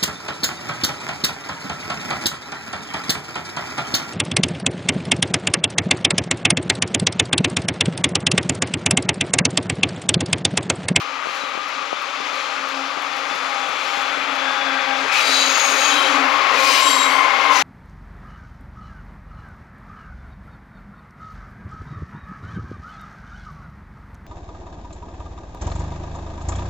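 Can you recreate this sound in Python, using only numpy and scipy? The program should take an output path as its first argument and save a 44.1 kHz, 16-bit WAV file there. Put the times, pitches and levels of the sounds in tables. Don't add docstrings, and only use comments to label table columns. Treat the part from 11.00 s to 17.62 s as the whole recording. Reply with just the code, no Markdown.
import sys
import numpy as np
from scipy import signal
from scipy.fft import rfft, irfft, next_fast_len
from scipy.io import wavfile
from scipy.ndimage import uniform_filter1d

SR = 44100
rng = np.random.default_rng(int(sys.argv[2]) if len(sys.argv) > 2 else 0)


def attenuation_scalar(level_db):
    decades = np.asarray(level_db, float) / 20
    return 10 ** decades


def store_wav(level_fs):
    pcm = np.round(np.clip(np.atleast_2d(level_fs), -1, 1) * 32767)
    wavfile.write(sys.argv[1], SR, pcm.T.astype(np.int16))


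N = 292148
T = np.arange(N) / SR
SIZE = next_fast_len(N)
HZ = np.maximum(np.arange(SIZE // 2 + 1) * SR / SIZE, 1)
COARSE = np.arange(N // 16 + 2) * 16

# (time [s], roar level [dB])
NEARNESS_DB = [
    (0.0, -35),
    (2.12, -31.5),
    (4.64, -25),
    (4.66, -25),
    (5.51, -22.5),
    (5.73, -26.5),
    (6.62, -22.5),
]
FAR_DB = -34
ABREAST_S, ABREAST_WIDTH_S = 4.18, 0.069
DOPPLER, PASSES_S, PASS_WIDTH_S = 0.012, 5.2, 1.493

# (frequency [Hz], density [dB])
ROAR_SPECTRUM = [(40, -58), (70, -46), (200, -26.5), (320, -19.5), (430, -17), (540, -10), (680, -12),
                 (850, -8.5), (1000, -9.5), (1300, -4.5), (1800, -10.5), (2400, -9.5), (3300, -16.5),
                 (9000, -52.5)]
GROWL_DB, GROWL_FOLLOWS, GROWL_ABREAST_DB = -51.5, 0.46, 5.5
RUMBLE_DB, RUMBLE_FOLLOWS, RUMBLE_ABREAST_DB = -64.5, 0.93, -4
# (time [s], peak [dB], ring [Hz])
RAIL_JOINTS = [(4.04, -26, 452), (4.29, -31.5, 440), (4.348, -34, 400), (4.72, -28, 428), (4.74, -22, 530),
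               (5.03, -29.5, 399), (5.19, -26, 446), (5.4, -37, 520), (5.52, -23.5, 433.3),
               (5.53, -20, 546), (5.68, -25, 520), (5.77, -34, 604)]

# (frequency [Hz], density [dB])
SCRUB_SPECTRUM = [(700, -53), (1500, -10), (2300, -2), (3000, -6.5), (3700, -7), (4200, -6), (5400, -10.5),
                  (7000, -12.5), (7900, -24), (11000, -26), (14000, -30.5), (15600, -34)]
# (start [s], attack [s], hold [s], level above 8 kHz [dB], fall [dB/s])
FLANGE_CONTACTS = [
    (.2, 0.16, 0.026, -56.5, 93),
    (1.144, 0.2, 0.073, -57, 33),
    (1.95, 0.23, 0.27, -61, 28),
    (2.74, 0.17, 0.046, -53.5, 32),
    (4.11, 0.02, 0.071, -39, 40),
    (4.153, 0.17, 0.52, -38.5, 39),
    (5.503, 0.21, 0.052, -33, 58),
    (6.495, 0.038, .1, -39.5, 37),
]
SCRUB_FLOOR_DB, SCRUB_FOLLOWS = -63, 1
BODY_DB, BODY_PER_DB = 16, -0.289
# (frequency [Hz], gain [dB])
RIM_MODES = [(7510, 1), (7880, 0), (8360, 0.5), (8850, 3.5), (9280, 4.5), (10240, 3.5), (10760, -2),
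             (11100, 0), (11850, 1), (12260, 2), (12580, 3), (13510, 4), (14290, 5), (14850, 5)]
RIM_WIDTH_HZ = 150

# (start [s], end [s])
WHEEL_SPANS_S = [
    (4.13, 4.5),
    (4.539, 5.16),
    (4.981, 5.27),
    (5.55, 5.94),
    (5.781, 6.28),
    (6.49, 6.7),
]
# (frequency [Hz], level [dB])
WHEEL_1_MODES = [(2288, -41), (3079, -41), (3435, -45), (4592, -37), (4872, -43), (5319, -55), (5722, -60),
                 (6105, -47), (7510, -47), (8360, -51), (8882, -50), (10244, -65), (10767, -70),
                 (13512, -65)]
# (frequency [Hz], level [dB])
WHEEL_2_MODES = [(2530, -34.5), (4635, -52), (5712, -57), (6175, -46), (6966, -55), (7510, -57),
                 (8403, -49.5), (9281, -52), (10239, -56), (10756, -63), (11854, -61), (13507, -61)]
# (frequency [Hz], level [dB])
WHEEL_3_MODES = [(3260, -50), (3397, -41), (3860, -54), (4474, -45), (4522, -50), (5652, -51), (6094, -50),
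                 (6955, -46), (8780, -60)]
# (frequency [Hz], level [dB])
WHEEL_4_MODES = [(2885, -37), (3058, -36), (4215, -49), (4840, -39), (5249, -45), (5717, -45), (7009, -51),
                 (7450, -52), (7892, -51), (8344, -50), (8812, -49), (10800, -62), (12586, -61),
                 (13410, -55)]
# (frequency [Hz], level [dB])
WHEEL_5_MODES = [(3208, -38), (3300, -48), (4517, -41), (4770, -51), (5238, -47), (5663, -49), (6040, -44),
                 (6546, -54), (7865, -51), (8323, -48), (9189, -53), (10056, -54), (10654, -57),
                 (10912, -54), (11014, -61), (11612, -59), (12166, -59), (12554, -60), (13017, -66),
                 (13544, -60), (14163, -63), (14874, -63)]
# (frequency [Hz], level [dB])
WHEEL_6_MODES = [(3989, -47), (4387, -52), (4743, -50), (4985, -36), (5852, -33), (6648, -40)]
WHEEL_WIDTH_HZ, WHEEL_WIDTH_SHARE, WHEEL_STEADY = 95, 0.012, 0.1
STAGGER_S = 0.07
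# (start [s], length [s], frequency [Hz], level [dB])
SINGING = [(4.11, 0.2, 3860, -35), (4.24, 0.17, 3945, -29), (4.82, 0.24, 3860, -35), (4.58, .25, 3900, -40),
           (5.68, .34, 3853, -32), (4.3, 0.4, 6610, -33), (4.48, 0.4, 6605, -33.5), (5.77, .24, 7433, -30),
           (5.58, .08, 5500, -48), (3.38, 0.68, 1610, -34), (4.8, 0.24, 3135, -33), (4.55, 0.07, 2205, -34),
           (0.35, .09, 3950, -48), (1.3, 0.14, 4160, -49), (2.82, 0.16, 6810, -54),
                 (2.05, .5, 10340, -67), (2.77, .24, 11480, -67), (4.33, .56, 6690, -35),
                 (4.24, 0.18, 3983, -32), (5.54, 0.26, 2465, -30), (5.55, .06, 7005, -43),
                 (6.01, .19, 3105, -37), (5.3, .15, 3270, -43), (4.2, 0.32, 4580, -39),
                 (3.4, .6, 3500, -43), (4.28, .2, 4850, -39), (4.74, .1, 4620, -37), (4.62, .1, 5720, -42),
                 (4.76, .28, 3370, -39), (4.22, .12, 4250, -38), (1.32, .1, 4050, -50)]
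SING_ATTACK_S, SING_RELEASE_S, SING_SWAY_DB, SING_WAVER = 0.08, 0.13, 1.5, 0.0015
SING_WIDTH_HZ, SING_WIDTH_SHARE, SING_STEADY = 90, 0.013, 0.15
SING_LOCK_HZ = 5000

FAR_MESH_HZ, FAR_SAG_HZ, FAR_PASS_S, FAR_GEARS_DB, FAR_SECOND_DB = 1195, 89.5, 5.5, -31, -6
FAR_GEARS_FOLLOW, FAR_GEARS_SWELL_DB, GEAR_SAG_S = 0.094, 4, 0.27
# (enter [s], leave [s], mesh [Hz], sag [Hz/s], level [dB])
NEAR_GEARS = [
    (4.702, 5.968, 1105, 36.1, -22),
    (5.78, 6.533, 1080, 22, -18),
]
NEAR_SECOND_DB, NEAR_SWELL_S, NEAR_WIDTH_HZ = (-7, -3), (0.61, 0.32), (79, 107)
NEAR_FADE_S, NEAR_STEADY = 0.11, 0.2
GEAR_PASS_S, GEAR_PASS_HZ = 6.56, 69.6

FAN_A_HZ, FAN_A_DB = 266.8, (-54.5, -50, -45)
FAN_B_HZ, FAN_B_DB = 287, (-54, -50.5, -50.5)
# (start [s], length [s], gain [dB])
FAN_A_BEAMS = [
    [(1.6, 0.3, 9.5), (2.5, 0.12, 5), (3.1, 0.93, 7.5), (4.25, 0.29, 7.5), (4.55, 0.071, -8),
     (4.66, 0.15, 6), (4.92, .1, 0), (5.08, 0.22, 8), (5.4, 0.41, 3), (5.8, 0.34, 8)],
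    [(3.4, 0.57, 6.5), (4.7, 0.42, 6.5), (5.5, 0.18, 8)],
    [(1.45, 0.84, 5), (2.47, 0.26, 8), (2.8, 0.24, 6), (3.25, 0.79, 6.5), (4.75, 0.49, 2.5), (6.1, 0.58, 6)],
]
# (start [s], length [s], gain [dB])
FAN_B_BEAMS = [
    [(3.3, 0.48, -1), (4.56, 0.074, -7), (4.9, 0.092, 8), (5.05, 0.32, 8), (5.6, .65, 6.5)],
    [(6.1, 0.72, 2.4)],
    [(3.9, 0.38, 5.2), (6.45, .2, 6)],
]
BEAM_EDGE_S = 0.038
FAN_WAVER, FAN_SWAY_DB, FAN_FOLLOWS, FAN_WIDTH_HZ, FAN_STEADY = 0.004, 0.8, 0.95, 11, 0.5

TURBO_HZ, TURBO_SAG_HZ_PER_S2, TURBO_ENDS_S = 3560, 13.3, 3.8
TURBO_DB, TURBO_FOLLOWS, TURBO_SWAY_DB = -49, 1.1, 1.0
# (start [s], length [s], gain [dB])
TURBO_BEAMS = [
    (.9, .4, 4),
    (1.5, .9, 2),
    (2.55, .5, 4),
    (3.2, .5, 5),
]

TICK_FIRST_S, TICK_PERIOD_S, TICK_EXTRA_S, TICK_DB = 0.0172, 0.33393, 2.1645, -38
TICK_RATTLE_S, TICK_WHIRR_S, TICK_WHIRR_DB = 0.0039, 0.02, -10
# (time [s], peak [dB], push width [ms])
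KNOCKS = [(0.259, -14, 0.73), (0.2712, -15, 0.97), (.293, -27, 1.1), (.437, -21, 1.26), (.553, -22, 1.3),
          (.5765, -17, 1.16), (.824, -25, 1.3), (0.9299, -8, 0.85), (1.2041, -20, 1.24),
          (1.3317, -21, 1.15), (1.974, -19, 1.2), (2.313, -21, 1.2), (2.356, -21, 1.2), (2.694, -27, 1.7),
          (2.974, -20, 1.3), (3.175, -20, 1.2)]
# (time [s], peak [dB])
TAPS = [
    (1.5878, -30),
    (5.2494, -26),
]

# (frequency [Hz], common share [1])
LIKENESS = [(60, 0.6), (130, 0.92), (290, 0.71), (640, 0.89), (1000, 0.93), (1410, 0.75), (2200, 0.49),
            (3100, 0.56), (6820, 0.74), (15000, 0.22)]
# (frequency [Hz], left over right [dB])
LEFT_OVER_RIGHT_DB = [(60, 13), (130, 4.5), (250, 10), (400, 11), (700, 15), (1290, 14.5), (1900, 18.5),
                      (2500, 13), (3300, 8), (4400, 9.5), (8100, 12), (15000, 17)]
# (frequency [Hz], left lead [rad])
LEFT_LEAD_RAD = [(100, 1), (1000, -0.17), (3000, -1.06), (4000, 0.6), (7500, -1.32), (15000, -1.1)]


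def rolling():
    roar_db, scrub_db = nearness(), flange()
    abreast = step(ABREAST_S, ABREAST_WIDTH_S)
    growl_db = GROWL_DB + GROWL_FOLLOWS * nearer() + GROWL_ABREAST_DB * abreast
    rumble_db = RUMBLE_DB + RUMBLE_FOLLOWS * nearer() + RUMBLE_ABREAST_DB * abreast
    body_db = BODY_DB + BODY_PER_DB * (scrub_db - FAR_DB + 20.5)
    shelves = [(690, growl_db - roar_db + 17), (313, rumble_db - growl_db + 11.0)]
    roar = airy(ROAR_SPECTRUM, (1300, 2000), 1.0, shelves, 3)
    scrub = airy(SCRUB_SPECTRUM, (8000, 15000), 1.0, [(9000, 1.55 * (body_db - 11.5))], 9, RIM_MODES)
    scrub = scrub * attenuation_scalar(0.57 * walk(29) + 0.7 * walk(370))
    clunks, span = np.zeros(N), np.arange(-1024, 4096)
    t = span / SR
    for s, db, hz in RAIL_JOINTS:
        swell = np.exp(-((t - 0.02) / 0.024) ** 2)
        clunks[int(s * SR) + span] += attenuation_scalar(db - 5.5) * ring(hz + 0 * t, 110, steady=0.35) * swell
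    return roar * attenuation_scalar(roar_db - 0.14) + scrub * attenuation_scalar(scrub_db - 1.7) + clunks


def flange():
    power = attenuation_scalar(2 * (SCRUB_FLOOR_DB + SCRUB_FOLLOWS * nearer()))
    for start, attack, hold, db, fall in FLANGE_CONTACTS:
        bite = np.clip((T - start) / attack, 0, 1)
        slide_s = np.maximum(T - start - attack - hold, 0)
        power = power + (bite * attenuation_scalar(db - fall * slide_s)) ** 2
    return 10 * np.log10(power)


def squeal():
    out, scrub_db = np.zeros(N), flange()
    wheels = (WHEEL_1_MODES, WHEEL_2_MODES, WHEEL_3_MODES, WHEEL_4_MODES, WHEEL_5_MODES, WHEEL_6_MODES)
    for (start, end), modes in zip(WHEEL_SPANS_S, wheels):
        on = slice(int(start * SR), int(end * SR))
        t = T[on]
        contact = np.clip(np.minimum(t - start, end - t) / 0.024, 0, 1)
        contact = contact * attenuation_scalar(0.94 * (scrub_db[on] - np.median(scrub_db[on])))
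        for (hz, db), late in zip(modes, rng.uniform(-0.15, 1, len(modes))):
            fade = held(start + STAGGER_S * late, end - start - 2 * STAGGER_S, 0.082, 0.13, t)
            tone = ring(hz + 0 * t, WHEEL_WIDTH_HZ + WHEEL_WIDTH_SHARE * hz, WHEEL_STEADY)
            out[on] += contact * fade * attenuation_scalar(db + 4.0 + hz / 5000) * tone
    bite = np.exp(-((T - 4.17) / 0.079) ** 2)
    out += attenuation_scalar(-21.5) * bite * ring(2500 + 0 * T, 500, steady=0.042)
    sway_db, waver = SING_SWAY_DB * walk(6.6), 1 + SING_WAVER * walk(6.7)
    for s, length, hz, db in SINGING:
        on = slice(int(s * SR), int((s + length + SING_RELEASE_S) * SR))
        fade = held(s, length, SING_ATTACK_S, SING_RELEASE_S, T[on])
        width_hz = SING_WIDTH_HZ + SING_WIDTH_SHARE * hz
        tone = ring(hz * waver[on], width_hz, SING_STEADY * (hz / SING_LOCK_HZ) ** 2)
        out[on] += fade * attenuation_scalar(db + 3.5 + sway_db[on]) * tone
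    return out


def gears():
    swell_db = FAR_GEARS_FOLLOW * nearer() + FAR_GEARS_SWELL_DB * step(FAR_PASS_S - 0.4, 0.38)
    fade = held(-0.91, FAR_PASS_S + 0.99, 0.72, 0.46)
    far_hz = FAR_MESH_HZ - FAR_SAG_HZ * step(FAR_PASS_S, GEAR_SAG_S)
    out = fade * attenuation_scalar(FAR_GEARS_DB - 1.0 + swell_db) * gear_whine(far_hz, 238, FAR_SECOND_DB)
    settings = zip(NEAR_GEARS, NEAR_SECOND_DB, NEAR_SWELL_S, NEAR_WIDTH_HZ)
    for (enter, leave, mesh_hz, sag, db), second_db, swell_s, width_hz in settings:
        hz = mesh_hz - sag * (T - enter) - GEAR_PASS_HZ * step(GEAR_PASS_S, 0.0576)
        fade = held(enter, leave - enter, swell_s, NEAR_FADE_S)
        out = out + fade * attenuation_scalar(db) * gear_whine(hz, width_hz, second_db, NEAR_STEADY)
    return out


def gear_whine(hz, width_hz, second_db, steady=0.045):
    octave = ring(2 * hz, 2.04 * width_hz, 0.044)
    return ring(hz, width_hz, steady) + attenuation_scalar(second_db - 3.0) * octave


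def fan(blade_hz, levels_db, beams):
    shift = DOPPLER * (0.5 - step(PASSES_S, PASS_WIDTH_S))
    hz, out = blade_hz * (1 + shift + FAN_WAVER * walk(1.501)), 0
    for k, (db, gaps) in enumerate(zip(levels_db, beams), 1):
        open_db = sum(gain_db * held(s, length, BEAM_EDGE_S, BEAM_EDGE_S) for s, length, gain_db in gaps)
        level_db = db + FAN_FOLLOWS * nearer() + open_db + FAN_SWAY_DB * walk(3.8)
        out = out + ring(k * hz, FAN_WIDTH_HZ * k, FAN_STEADY) * attenuation_scalar(level_db)
    return out


def turbo():
    open_db = sum(db * held(s, length, 0.12, 0.11) for s, length, db in TURBO_BEAMS)
    level_db = TURBO_DB + TURBO_FOLLOWS * nearer() + TURBO_SWAY_DB * walk(6.0) + open_db
    tone = ring(TURBO_HZ - TURBO_SAG_HZ_PER_S2 * T ** 2, 65, steady=0.4)
    return held(0.75, TURBO_ENDS_S - 0.7, 0.19, 0.17) * attenuation_scalar(level_db) * tone


def camera():
    out, span = np.zeros((2, N)), np.arange(-400, 1200)
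    t = span / SR
    decay = np.exp(-t / TICK_RATTLE_S) + attenuation_scalar(TICK_WHIRR_DB) * np.exp(-t / TICK_WHIRR_S)
    for s in [*(TICK_FIRST_S + TICK_PERIOD_S * np.arange(12)), TICK_EXTRA_S]:
        bright = np.diff(rng.standard_normal((2, 1602)), 1)[:, 1:]
        rattle = uniform_filter1d(bright, size=2) * decay * (t > 0)
        out[:, int(s * SR) + span] += attenuation_scalar(TICK_DB - 2.0) * rattle * [[1], [attenuation_scalar(-7)]]
    for s, db, ms in KNOCKS:
        u = t / (ms * 0.00041)
        push = (1 - u ** 2) * np.exp(-u ** 2 / 2)
        out[:, int(s * SR) + span] += attenuation_scalar(db + 4.5) * push * [[1], [-attenuation_scalar(-10.0)]]
    for s, db in TAPS:
        tap = np.sin(2 * np.pi * 1450 * t) * np.exp(-((t - 0.006) / 0.005) ** 2)
        out[1, int(s * SR) + span] += attenuation_scalar(db + 7) * tap
    return out


def nearness():
    return np.interp(T, *np.transpose(NEARNESS_DB))


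def nearer():
    return nearness() - FAR_DB


def held(start, length, attack, release, t=T):
    return np.clip(np.minimum((t - start) / attack, (start + length - t) / release + 1), 0, 1)


def step(s, width):
    return 0.5 + 0.5 * np.tanh((T - s) / width)


def along(table):
    f, v = np.transpose(table)
    return np.interp(np.log(HZ), np.log(f), v)


def slow(drive, rate):
    pole = np.exp(-np.pi * rate * COARSE[1] / SR)
    return signal.lfilter([1], [1, -2 * pole, pole ** 2], drive)


def walk(rate):
    sway = slow(rng.standard_normal(len(COARSE)), rate)
    return np.interp(np.arange(N), COARSE, sway / np.std(sway))


def ring(hz, width_hz, steady):
    at = COARSE[:len(hz) // COARSE[1] + 2]
    sway = slow(rng.standard_normal((len(at), 2)) @ [1, 1j], width_hz)
    steady = np.clip(steady, 0, 1)
    sway = np.sqrt(steady) + np.sqrt(1 - steady) * sway / np.sqrt(np.mean(abs(sway) ** 2))
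    n = np.arange(len(hz))
    size = np.interp(n, at, abs(sway))
    turn = np.interp(n, at, np.unwrap(np.angle(sway)))
    return np.sqrt(2) * size * np.cos(turn + 2 * np.pi * np.cumsum(hz) / SR)


def airy(spectrum, ref_hz, flicker_db, shelves, first, modes=()):
    modes_db = sum(db / (1 + (2 * (HZ - hz) / RIM_WIDTH_HZ) ** 2) for hz, db in modes)
    noise = rfft(rng.standard_normal(SIZE)) * attenuation_scalar(along(spectrum) + modes_db)
    noise /= np.std(irfft(noise * (HZ > ref_hz[0]) * (HZ < ref_hz[1])))
    out, place = 0, np.clip(1.5 * np.log2(HZ / 30), first, 14)
    for band in range(first, 15):
        db = sum(np.clip(1.546 * np.log2(knee_hz / 30) - band, 0, 1) * shelf_db for knee_hz, shelf_db in shelves)
        part = irfft(noise * np.clip(1 - abs(place - band), 0, 1), SIZE)[:N]
        out = out + part * attenuation_scalar(flicker_db * walk(3.9) + db)
    return out


def scene():
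    fans = fan(FAN_A_HZ, FAN_A_DB, FAN_A_BEAMS) + fan(FAN_B_HZ, FAN_B_DB, FAN_B_BEAMS)
    left = rfft(rolling() + squeal() + gears() + fans + turbo(), SIZE)
    scatter = rfft(rng.standard_normal(2048))
    echoes = rfft(irfft(scatter / abs(scatter)), SIZE)
    common = np.clip(along(LIKENESS), 0.01, 1) ** 0.59
    path = common * np.exp(-1j * along(LEFT_LEAD_RAD)) + np.sqrt(1 - common ** 2) * echoes
    right = left * attenuation_scalar(-along(LEFT_OVER_RIGHT_DB)) * path
    train = irfft(np.array([left, right]), SIZE)[:, :N]
    drift_db = [0 * T, 1.5 - 0.39 * T]
    return attenuation_scalar(4.0) * train * attenuation_scalar(drift_db) + camera()


def top_cut(x):
    return signal.sosfilt(signal.butter(12, 15800, fs=SR, output="sos"), x)


def record(dry):
    rounded = np.tanh(0.65 * dry) / 0.65
    thin = signal.sosfilt(signal.butter(N=3, Wn=75, btype="high", fs=SR, output="sos"), rounded)
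    mix = signal.sosfilt(signal.ellip(8, 0.2, 60, 15760, fs=SR, output="sos"), thin)
    return top_cut(mix)


dry = scene()
out = record(dry)
store_wav(out)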